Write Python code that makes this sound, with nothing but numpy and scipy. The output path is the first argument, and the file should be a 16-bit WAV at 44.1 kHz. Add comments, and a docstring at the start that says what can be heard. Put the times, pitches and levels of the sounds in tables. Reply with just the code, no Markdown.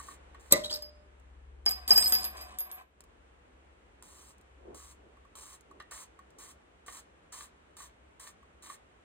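"""Brake caliper guide pins.

A steel pin breaks free of the caliper with a clunk, drags squeaking out of its bore, is set down,
then skitters and rolls to rest, ringing in two bending modes. Fingers turn the second pin in short
hissing strokes, and it knocks in its play. Quiet workshop, low throbbing hum, two close microphone ports."""
import sys
import numpy as np
from scipy import signal
from scipy.fft import rfft, irfft, next_fast_len
from scipy.io import wavfile
from scipy.ndimage import uniform_filter1d, map_coordinates

SR = 44100
rng = np.random.default_rng(int(sys.argv[2]) if len(sys.argv) > 2 else 0)


def to_wav(s):
    """Save 16-bit WAV."""
    ch = np.atleast_2d(s).T  # columns
    pcm = np.round(np.clip(ch, -1, 1) * 32767)  # PCM
    wavfile.write(sys.argv[1], SR, pcm.astype(np.int16))


N = 398663


JOLTS = [(0.5215, -10.5), (0.5239, 4.5), (0.527, -2.5), (0.5301, -15)]  # blows: t/s, level/dB
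SNAP_SPECTRUM = [(30, -35), (150, -13.5), (500, 0), (1000, -12), (2700, -10), (4000, 3), (5500, -8.5),
                 (8000, 2.5), (10500, -4.5), (11800, -18), (12800, 9.5), (14000, -17.5), (16000, -27.5)]  # f/Hz, level/dB
CALIPER_MODES = [(235, -19.5, 0.33), (313.5, -3, 0.084), (368, -7.5, 0.16), (486, -6.5, 0.11),
                 (573, 3, 0.16), (598, -14.5, 1), (629, -9, 0.52), (1039, -10, 0.23), (1196, -8.5, .14),
                 (1910, -10.5, .25), (1989, -10.5, 0.24), (2130, -9.5, 0.17), (3954, 9.5, 0.056)]  # caliper and bracket: f/Hz, level/dB, t60/s

def jolt():
    """The pin snaps free in quick blows; the caliper's wavering modes ring slightly to the right."""
    snaps, caliper = np.zeros((2, N))
    upper_hz = PIN_MODES[1][0]
    for s, db in JOLTS:
        add(snaps, s, amp(db - 9.5) * burst(SNAP_SPECTRUM, t60_s=0.011))
        add(snaps, s, ring([(upper_hz, db - 7, 0.02)], attack_s=0.00045))  # damped by the bore
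    for mode in CALIPER_MODES:
        waver = amp(2.2 * wobble(55)[:SR])
        add(caliper, 0.5235, amp(-23.5) * waver * ring([mode], attack_s=0.0024) * rng.choice([-1, 1]))
    return snaps + caliper * amp([[-2], [1.5]])


DRAGS = [(.506, .575, -32.5), (.636, .66, -39.5), (.698, .765, -41.5)]  # start/s, end/s, level/dB
BORE_SPECTRUM = [(60, -15.5), (300, -5), (1100, -2.5), (2400, -12), (3300, -11), (4000, -1), (5000, -2.5),
                 (6500, -7.5), (8500, -8), (11000, -27), (12200, -23.5), (12800, 2.5), (13400, -19),
                 (14500, -40)]  # f/Hz, level/dB
PIN_RESONANCES = [(5080, 120, -12), (8228, 60, 2), (8905, 90, -13), (12780, 200, -6)]  # friction-driven: f/Hz, width/Hz, level/dB

def drag():
    """The shank scrapes through the bore; friction keeps the pin ringing."""
    force = asperities(per_s=320, spread_db=-4, hiss=1)
    gain = strokes(DRAGS, attack_s=0.0143, fall_db=9, release_s=0.033)
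    return gain * (coloured(force, BORE_SPECTRUM) + amp(-11) * resonant(force, PIN_RESONANCES))


SLIPS = [(.637, 3230, -36), (.6442, 3940, -31), (.6587, 3940, -31.5), (.6801, 3850, -43),
         (.6965, 3320, -36), (.708, 4040, -33), (.727, 4774, -26), (.738, 5010, -29), (.7465, 4030, -35),
         (.758, 4980, -32)]  # t/s, f/Hz, level/dB

def squeaks(swell_s=0.0026, sag=0.015, rough_rad=1.3):
    """Stick-slip of the shank: short, gritty chirps of sagging pitch."""
    out = np.zeros(N)
    age = np.arange(SR // 25) / SR / swell_s
    envelope = age * np.exp(1 - age)
    for s, hz, db in SLIPS:
        pitch_hz = hz * (1 + sag * (2 - age))
        phase = 2 * np.pi * np.cumsum(pitch_hz) / SR + rough_rad * wobble(700)[:len(age)]
        add(out, s, amp(db + 1) * envelope * np.sin(phase))
        add(out, s, amp(db - 9) * burst(GRIT_SPECTRUM, t60_s=0.013))
    return out


CONTACTS = [(.702, -49, -36, -53), (.742, -46, -45, -36.5), (.772, -60, -52, -58),
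            (.823, -35.5, -36, -45.5), (.9, -70, -69, -80), (1.662, -18, -17, -37),
            (1.6922, -23, -53, -27.5), (1.7093, -28.5, -29, -23.5), (1.721, -29, -33, -35.5),
            (1.8782, -26, -32, -28), (1.8998, -21, -46.5, -30.5), (1.9068, -13, -8, -28.5),
            (1.9302, -23.5, -24.5, -22), (1.96, -37.5, -16, -25.5), (1.9767, -15, -12.5, -16.5),
            (1.988, -24.5, -18, -26.5), (2.025, -15.5, -23.5, -36.5), (2.041, -37, -23, -24.5),
            (2.059, -25, -22.5, -27.5), (2.073, -31.5, -29.5, -21), (2.0856, -33.5, -43, -24.5),
            (2.123, -12, -23.5, -15.5), (2.1514, -17, -25, -21.5), (2.1865, -29, -30, -32),
            (2.1995, -36, -34, -36), (2.2325, -29, -40, -57), (2.2427, -27.5, -31, -27.5),
            (2.2515, -25, -41, -28), (2.3705, -44, -44, -49), (2.412, -41.5, -45.5, -40.5),
            (2.587, -25.5, -53, -24.5), (2.606, -30, -50, -30.5), (2.715, -34.5, -69, -34.5)]  # on bore, fingers or surface: t/s, tick/dB, lower mode/dB, upper mode/dB
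PIN_MODES = [(4975, .22, .4), (12772, .2, .5)]  # bending: f/Hz, t60/s, roughness/rad

def pin_ring(swing_s=(2.012, 2.088)):
    """Each contact checks and restarts the bending modes; they flutter as the pin spins."""
    t = np.arange(N) / SR
    starts, _, *levels = np.transpose(CONTACTS)
    last = np.maximum(np.searchsorted(starts, t) - 1, 0)
    age_s = np.maximum(t - starts[last], 0)
    # the lower mode's phase between the ports goes once round as the pin swings
    leads_rad = [-0.15 + np.interp(t, swing_s, [0, -2 * np.pi]), 0.35]
    out = np.zeros((2, N))
    for (hz, t60, rough), db, lead in zip(PIN_MODES, levels, leads_rad):
        kicks_rad = np.cumsum(rng.normal(0, rough, len(starts)))
        decay = (age_s > 0) * amp(db[last] - 60 * age_s / t60)
        gain, phase = uniform_filter1d(np.array([decay, kicks_rad[last]]), size=110)
        flutter = amp(rough * (4 * wobble(70) + 2 * wobble(300)))
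        phase = phase + rough * (2 * wobble(45) + 0.5 * wobble(470))
        out += gain * flutter * np.sin(2 * np.pi * hz * t + phase + lead * np.array([[0.5], [-0.5]]))
    return out


SURFACE_SPECTRUM = [(30, -37.5), (100, -13.5), (220, -11.5), (500, -7), (740, 4), (900, -12.5), (1120, 4.5),
                    (1400, -4), (2200, -7.5), (3500, -8.5), (7000, -22.5), (14000, -43.5)]  # f/Hz, level/dB
HOLLOW_RESONANCES = [(211.6, 37, -9.5), (341, 61, -6.5), (727, 48, 1), (1030, 42, -1), (1145, 70, -4),
                     (1598, 72.4, 1.5), (1910, 99.4, -2.5), (2040, 28, -6), (2256, 40, -2.5),
                     (2557, 50, 0.5), (2995, 33, -4), (3386, 36.5, -14.5), (3740, 45, -12.5)]  # surface under the pin: f/Hz, width/Hz, level/dB

def taps():
    """Each contact ticks and taps the surface; flat landings favour the lower mode and tap harder."""
    out = np.zeros(N)
    for s, db, lower_db, _ in CONTACTS:
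        tap_db = db - 17 + 0.43 * (lower_db - db)
        add(out, s, amp(db - 2) * click())
        add(out, s, amp(db - 1.5) * burst(GRIT_SPECTRUM, t60_s=0.0061))
        add(out, s, amp(tap_db) * burst(SURFACE_SPECTRUM, t60_s=0.036))
        modes = [(hz * rng.normal(1, 0.031), level + rng.normal(0, 3.02), 3 / width)
                 for hz, width, level in HOLLOW_RESONANCES]
        add(out, s, amp(tap_db - 5.5) * ring(modes, attack_s=0.0021))
    return out


SKIDS = [(1.655, 1.732, -50), (1.877, 2.097, -45), (2.114, 2.25, -48.5), (2.353, 2.45, -58)]  # start/s, end/s, level/dB
END_SLIDES = [(1.878, 1.965, -38.5), (1.968, 2.105, -33.5)]  # start/s, end/s, level/dB
ROLLS = [(1.66, 1.877, -41), (1.877, 2.82, -37.5)]  # start/s, end/s, level/dB
GRIT_SPECTRUM = [(100, -40), (1500, -39.5), (3500, -2), (6000, -7), (7700, 0), (8230, 3.5), (8800, -1.5),
                 (11000, -3.5), (15000, -39)]  # f/Hz, level/dB

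def skid_and_roll():
    """The pin skids on grit, sings when sliding hard on its end, and rumbles unevenly to rest."""
    skid = dict(attack_s=0.01098, fall_db=3, release_s=0.02)
    roll = dict(attack_s=0.00355, release_s=0.01, ease=0.566)  # most speed is lost early
    rolling = strokes(ROLLS, fall_db=21.5, **roll) * amp(2.5 * wobble(40.15))
    grinding = strokes(SKIDS, **skid) + amp(-11.5) * rolling
    force = asperities(per_s=180, spread_db=0.5, hiss=0.78)
    grit = amp(-4) * grinding * coloured(force, GRIT_SPECTRUM)
    singing = strokes(END_SLIDES, **skid) * resonant(force, PIN_RESONANCES)
    bumps = asperities(per_s=240, spread_db=1, hiss=0.39)
    rumble = amp(-7) * coloured(force, SURFACE_SPECTRUM) + amp(-3.5) * resonant(bumps, HOLLOW_RESONANCES)
    lingering = strokes(ROLLS, fall_db=13.5, **roll) * resonant(bumps, HOLLOW_RESONANCES[2:5])
    return grit + singing + rolling * rumble + amp(-11.5) * lingering


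def rattle(per_s=50, scatter_db=4.5):
    """The skidding pin chatters in tiny, uneven bounces."""
    out = np.zeros(N)
    for start, end, db in SKIDS:
        for s in np.arange(start, end, 1 / per_s):
            late_s = 0.5 * rng.random() / per_s
            add(out, s + late_s, amp(db + 14 + scatter_db * rng.normal()) * click())
    return out


CLICK_SPECTRUM = [(300, -10.5), (2500, -8.5), (5500, -6.5), (8500, -1), (11000, -0.5), (15000, -15.5)]  # f/Hz, level/dB

def click():
    """Steel on something hard: one shaped impulse, peak 1."""
    impulse = signal.unit_impulse(256, 24)
    shape = coloured(impulse, CLICK_SPECTRUM)
    return shape / np.abs(shape).max()


TURNS = [(0, 0.145, -56, -43), (0.396, 0.53, -64, -66.5), (4.025, 4.317, -59, -43),
         (4.745, 4.922, -54, -50), (5.354, 5.551, -52.5, -44.5), (5.91, 6.036, -49.5, -49),
         (6.385, 6.512, -53.5, -53), (6.863, 6.995, -54.5, -51.5), (6.923, 6.994, -55.5, -64.5),
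         (7.321, 7.453, -50.5, -60), (7.768, 7.863, -51.5, -45.5), (8.196, 8.292, -52.5, -54.5),
         (8.623, 8.744, -53, -56.5)]  # finger strokes: start/s, end/s, rub/dB, catch/dB
RUB_SPECTRUM = [(200, -29), (750, -10.5), (1120, 2), (1500, -13.5), (2000, -11), (2800, -13), (3800, -8),
                (4400, -11), (5300, -9.5), (6400, -5.5), (8900, -5), (9600, -13), (11300, -11),
                (12400, -18.5), (13500, -12.5), (15500, -21)]  # f/Hz, level/dB
BUSH_RESONANCES = [(6350, 43, -4), (7170, 73.2, -1), (7457, 120, -7), (8233, 123.7, 0), (8440, 100, -7.5),
                   (8930, 150, 2), (10000, 90, -10.5)]  # f/Hz, width/Hz, level/dB
SEAT_MODES = [(1122, 5, 0.053), (1224, -5.5, 0.044), (1502.5, -4, 0.077), (1836, -1, 0.0708),
              (1944, -11.5, 0.16), (2120, -2, 0.024), (4030, -3.5, 0.012)]  # f/Hz, level/dB, t60/s
LOOSENESS = [(0.5, -3.5), (4.5, -22), (9.0, -1)]  # seat ring over rub: t/s, level/dB

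def turning():
    """The seated pin catches, then rubs through each stroke; the looser it sits, the more the seat rings."""
    speed = strokes(TURNS, attack_s=0.002107, fall_db=3.5, release_s=0.014)
    force = asperities(per_s=800, spread_db=1, hiss=1)
    catches = asperities(per_s=57, spread_db=7.5, hiss=0.69)
    seat = resonant(catches, [(hz, 9 / t60, db) for hz, db, t60 in SEAT_MODES])
    pressure = amp(0.9 * wobble(12) + 0.8 * wobble(90))
    grip = amp(-2.5 + 0.9 * wobble(7))
    rub = coloured(force, RUB_SPECTRUM) + grip * resonant(force, BUSH_RESONANCES)
    out = speed * (pressure * rub + amp(curve(LOOSENESS)) * seat)
    for start, _, _, catch_db in TURNS:
        add(out, start, amp(catch_db) * burst(RUB_SPECTRUM, t60_s=0.012))
        add(out, start, amp(catch_db + 1) * click())
    return out


KNOCKS = [(0.0, -37, -15), (0.085, -36.5, -14), (0.346, -44, -6.5), (5.17, -55.5, -20), (5.251, -53.5, -20),
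          (5.712, -45, -32), (5.8, -41, 4), (5.918, -45.5, 6), (6.19, -42.5, -13.5), (6.881, -40.5, 2.5),
          (7.803, -43, -12), (8.429, -53, -22), (8.699, -37, -11)]  # t/s, level/dB, brightness/dB
HANDLING_TICKS = [(1.198, -64), (3.006, -48), (3.039, -55), (4.382, -61.5), (4.412, -60.5), (5.6088, -55),
                  (5.823, -59.5), (6.305, -61.5)]  # t/s, level/dB

def knocks():
    """The seated pin knocks and ticks in its play; each knock has its own brightness, thud to clink."""
    out = np.zeros(N)
    lowest_hz = SEAT_MODES[0][0]
    for s, db, bright_db in KNOCKS:
        modes = [(hz, level + rng.normal(0, 1.5) + bright_db * min(np.log2(hz / lowest_hz), 1), t60)
                 for hz, level, t60 in SEAT_MODES]
        add(out, s, amp(db - 5.5) * ring(modes, attack_s=0.00092))
        add(out, s, amp(db + bright_db - 8) * burst(SURFACE_SPECTRUM, t60_s=0.088))
        add(out, s, amp(db - 18.5) * burst(RUB_SPECTRUM, t60_s=0.039))
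    for s, db in HANDLING_TICKS:
        add(out, s, amp(db - 1) * burst(RUB_SPECTRUM, t60_s=0.023))
        add(out, s, amp(db + 10) * click())
    return out


def early_echoes(x, count=8, delay_s=(0.001, 0.014)):
    """Reflections off the nearby wheel, fork and floor."""
    echoes = np.zeros((2, SR // 20))
    for port in echoes:
        signs = rng.choice([-1, 1], count)
        delays = (rng.uniform(*delay_s, count) * SR).astype(int)
        port[delays] = signs / np.sqrt(count)
    return signal.fftconvolve(x[None], diffuse(echoes), axes=1)[:, :N]


WALL_DECAY = [(200, 0.36), (1000, 0.16), (5000, 0.42), (13000, 0.208)]  # f/Hz, t60/s

def room(x):
    """Diffuse tail off the walls, 5 ms late, longest in the bass and near 5 kHz."""
    hz, t, noise = signal.stft(rng.standard_normal((2, SR // 2)), SR, nperseg=256)
    decay = amp(-60 * t / along(WALL_DECAY, hz)[:, None])
    tail = diffuse(signal.istft(noise * decay, SR, nperseg=256)[1])
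    tail = np.pad(tail / np.linalg.norm(tail[0]), ((0, 0), (SR // 200, 0)))
    return signal.fftconvolve(x[None], tail, axes=1)[:, :N]


AIR_SPECTRUM = [(25, -21), (60, 9), (110, -5.5), (200, -5), (450, -3), (800, -5.5), (1500, -8.5),
                (3000, -15.5), (5000, -29), (8500, -25.5), (11000, -40), (15000, -48.5)]  # f/Hz, level/dB
AIR_LEVEL = [(0.3, -58.5), (1.1, -62.5), (2.9, -68.5), (3.1, -62), (9.04, -61.5)]  # t/s, level/dB
HUM_TONES = [(49.5, -2.5), (67, 4)]  # f/Hz, level/dB
HUM_LEVEL = [(0.0, -59), (0.2, -54), (1.08, -59.5), (1.74, -49.5), (2.52, -55), (2.94, -76), (3.07, -62),
             (4.45, -69), (4.61, -59), (5.79, -74.5), (7.93, -73.5), (9.04, -86)]  # t/s, level/dB
RUSTLE_SPECTRUM = [(120, -20), (380, 0), (1000, -16), (5000, -80)]  # f/Hz, level/dB

def workshop():
    """Room air, soft hand rustle and two beating tones of distant machinery."""
    air = diffuse_noise(AIR_SPECTRUM) * amp(curve(AIR_LEVEL) + 0.2 * wobble(13))
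    hum = sum(amp(db + 2.2 * wobble(4.12)) * np.sin(2 * np.pi * hz * np.arange(N) / SR + 0.94 * wobble(3.6))
              for hz, db in HUM_TONES)
    rustle = diffuse_noise(RUSTLE_SPECTRUM) * amp(-75.5 + 7.2 * wobble(8))
    return air + rustle + unit(hum) * amp(curve(HUM_LEVEL)) * amp([[1.3], [-1.5]])


PORT_CORRELATION = [(130, 0.92), (300, 0.66), (650, -0.35), (3000, -0.21), (15000, -0.63)]  # f/Hz, left-right correlation

def diffuse(pair):
    """Two unrelated signals as a diffuse field at the ports: alike only in the bass."""
    def weights(hz):
        angle = np.arccos(np.clip(along(PORT_CORRELATION, hz), -1, 1)) / 2
        return np.array([np.cos(angle), np.sin(angle)])
    mid, side = filtered(pair, weights)
    return np.array([mid + side, mid - side])


def diffuse_noise(spectrum):
    """Coloured noise from all sides, rms 1."""
    return unit(diffuse(coloured(rng.standard_normal((2, N)), spectrum)))


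def asperities(per_s, spread_db, hiss):
    """Friction force: tiny random snaps over smooth hiss."""
    hits = rng.random(N) < per_s / SR
    sizes = amp(spread_db * np.clip(rng.standard_normal(N), -2, 2))
    return unit(hits * sizes * rng.choice([-1, 1], N)) + hiss * rng.standard_normal(N)


def strokes(rows, attack_s, fall_db, release_s, ease=1):
    """Gain of movements (start/s, end/s, level/dB): abrupt start, slowing, coast to a stop."""
    t = np.arange(N) / SR
    out = np.zeros(N)
    for start, end, db, *_ in rows:
        onset = np.clip((t - start) / attack_s, 0, 1)
        progress = np.clip((t - start) / (end - start), 0, 1)
        coast = np.exp(-np.maximum(t - end, 0) / release_s)
        out += onset * amp(db - fall_db * progress ** ease) * coast
    return out


def burst(spectrum, t60_s):
    """Dying noise of one contact."""
    t = np.arange(SR // 8) / SR
    return coloured(rng.standard_normal(len(t)), spectrum) * amp(-60 * t / t60_s)


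def ring(modes, attack_s):
    """Damped modes (f/Hz, level/dB, t60/s) after one blow."""
    t = np.arange(SR) / SR
    onset = 1 - np.exp(-t / attack_s)
    return onset * sum((-1) ** k * amp(db - 60 * t / t60) * np.sin(2 * np.pi * hz * t)
                       for k, (hz, db, t60) in enumerate(modes))


def resonant(x, peaks):
    """x through resonances (f/Hz, width/Hz, level/dB), rms 1."""
    def response(f):
        return sum((-1) ** k * amp(db) * 1j * f * width / (hz * hz - f * f + 1j * f * width)
                   for k, (hz, width, db) in enumerate(peaks))
    return unit(filtered(x, response))


def coloured(x, spectrum):
    """x shaped by a spectrum, rms 1."""
    return unit(filtered(x, lambda hz: amp(along(spectrum, hz))))


def filtered(x, response):
    """x times a frequency response."""
    size = next_fast_len(x.shape[-1] + 8192)
    hz = np.fft.rfftfreq(size, 1 / SR)
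    return irfft(rfft(x, size) * response(hz), size)[..., :x.shape[-1]]


def wobble(per_s):
    """Smooth random curve, per_s knots a second."""
    knots = rng.standard_normal(int(N * per_s / SR) + 4)
    return map_coordinates(knots, [np.arange(N) * per_s / SR])


def along(points, hz):
    """(f/Hz, value) points read on a log axis."""
    f, values = np.transpose(points)
    return np.interp(np.log(hz + 1), np.log(f + 1), values)


def curve(points):
    """(t/s, value) points read at every sample."""
    return np.interp(np.arange(N) / SR, *np.transpose(points))


def add(track, s, sound):
    """Mix in a sound at time s."""
    part = track[max(round(s * SR), 0):][:len(sound)]
    part += sound[:len(part)]


def amp(db):
    """Decibels to gain."""
    return 10 ** (np.asarray(db) / 20)


def unit(x):
    """Scale to rms 1."""
    return x / np.sqrt(np.mean(x ** 2) + 1e-20)


def at_ports(x, phases):
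    """A near sound reaches the two ports out of phase."""
    return filtered(x, lambda hz: np.exp(0.5j * np.outer([1, -1], along(phases, hz))))


PULLED_PHASES = [(150, 0), (600, -1.1), (1500, -2.1), (3800, -2.3), (4950, -2.95), (5500, -3.1),
                 (7750, -.4), (9400, .4), (11100, 2.9), (12800, 3.9), (14200, 6.2)]  # f/Hz, left lead/rad
SEATED_PHASES = [(400, 0), (780, -1.6), (1120, -.7), (2000, -.2), (2500, -2.6), (3100, -1.6), (3900, -5.3),
                 (4300, -5.3), (5100, -3.2), (5800, -3), (7750, -.2), (9400, .1), (11100, 3.1),
                 (12400, 3.2), (14200, 6.2)]  # f/Hz, left lead/rad

def scene():
    """Both pins close up, early echoes, a room fed mostly with their lower part, and the background."""
    pulled = squeaks() + jolt() + drag()
    seated = turning() + knocks()
    background = workshop()
    loose = taps() + skid_and_roll() + rattle()
    ringing = pin_ring()
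    near = at_ports(pulled + loose + ringing, PULLED_PHASES) + at_ports(seated, SEATED_PHASES)
    echoes = amp(-10) * early_echoes(np.mean(pulled + loose + seated, axis=0))
    send = np.mean(amp(-2) * pulled + loose + seated + ringing, axis=0)
    send = filtered(send, lambda hz: amp(along([(600, -1.5), (3000, -9.5), (9000, -26)], hz)))
    return near + echoes + room(send) + background


def record(dry):
    """Soft peak limit, then a steep low-pass."""
    ceiling, top_hz = 0.85, 16000
    rounded = dry / (1 + (dry / ceiling) ** 6) ** (1 / 6)
    return filtered(rounded, lambda hz: 1 / np.sqrt(1 + (hz / top_hz) ** 120))


dry = scene()
out = record(dry)
to_wav(out)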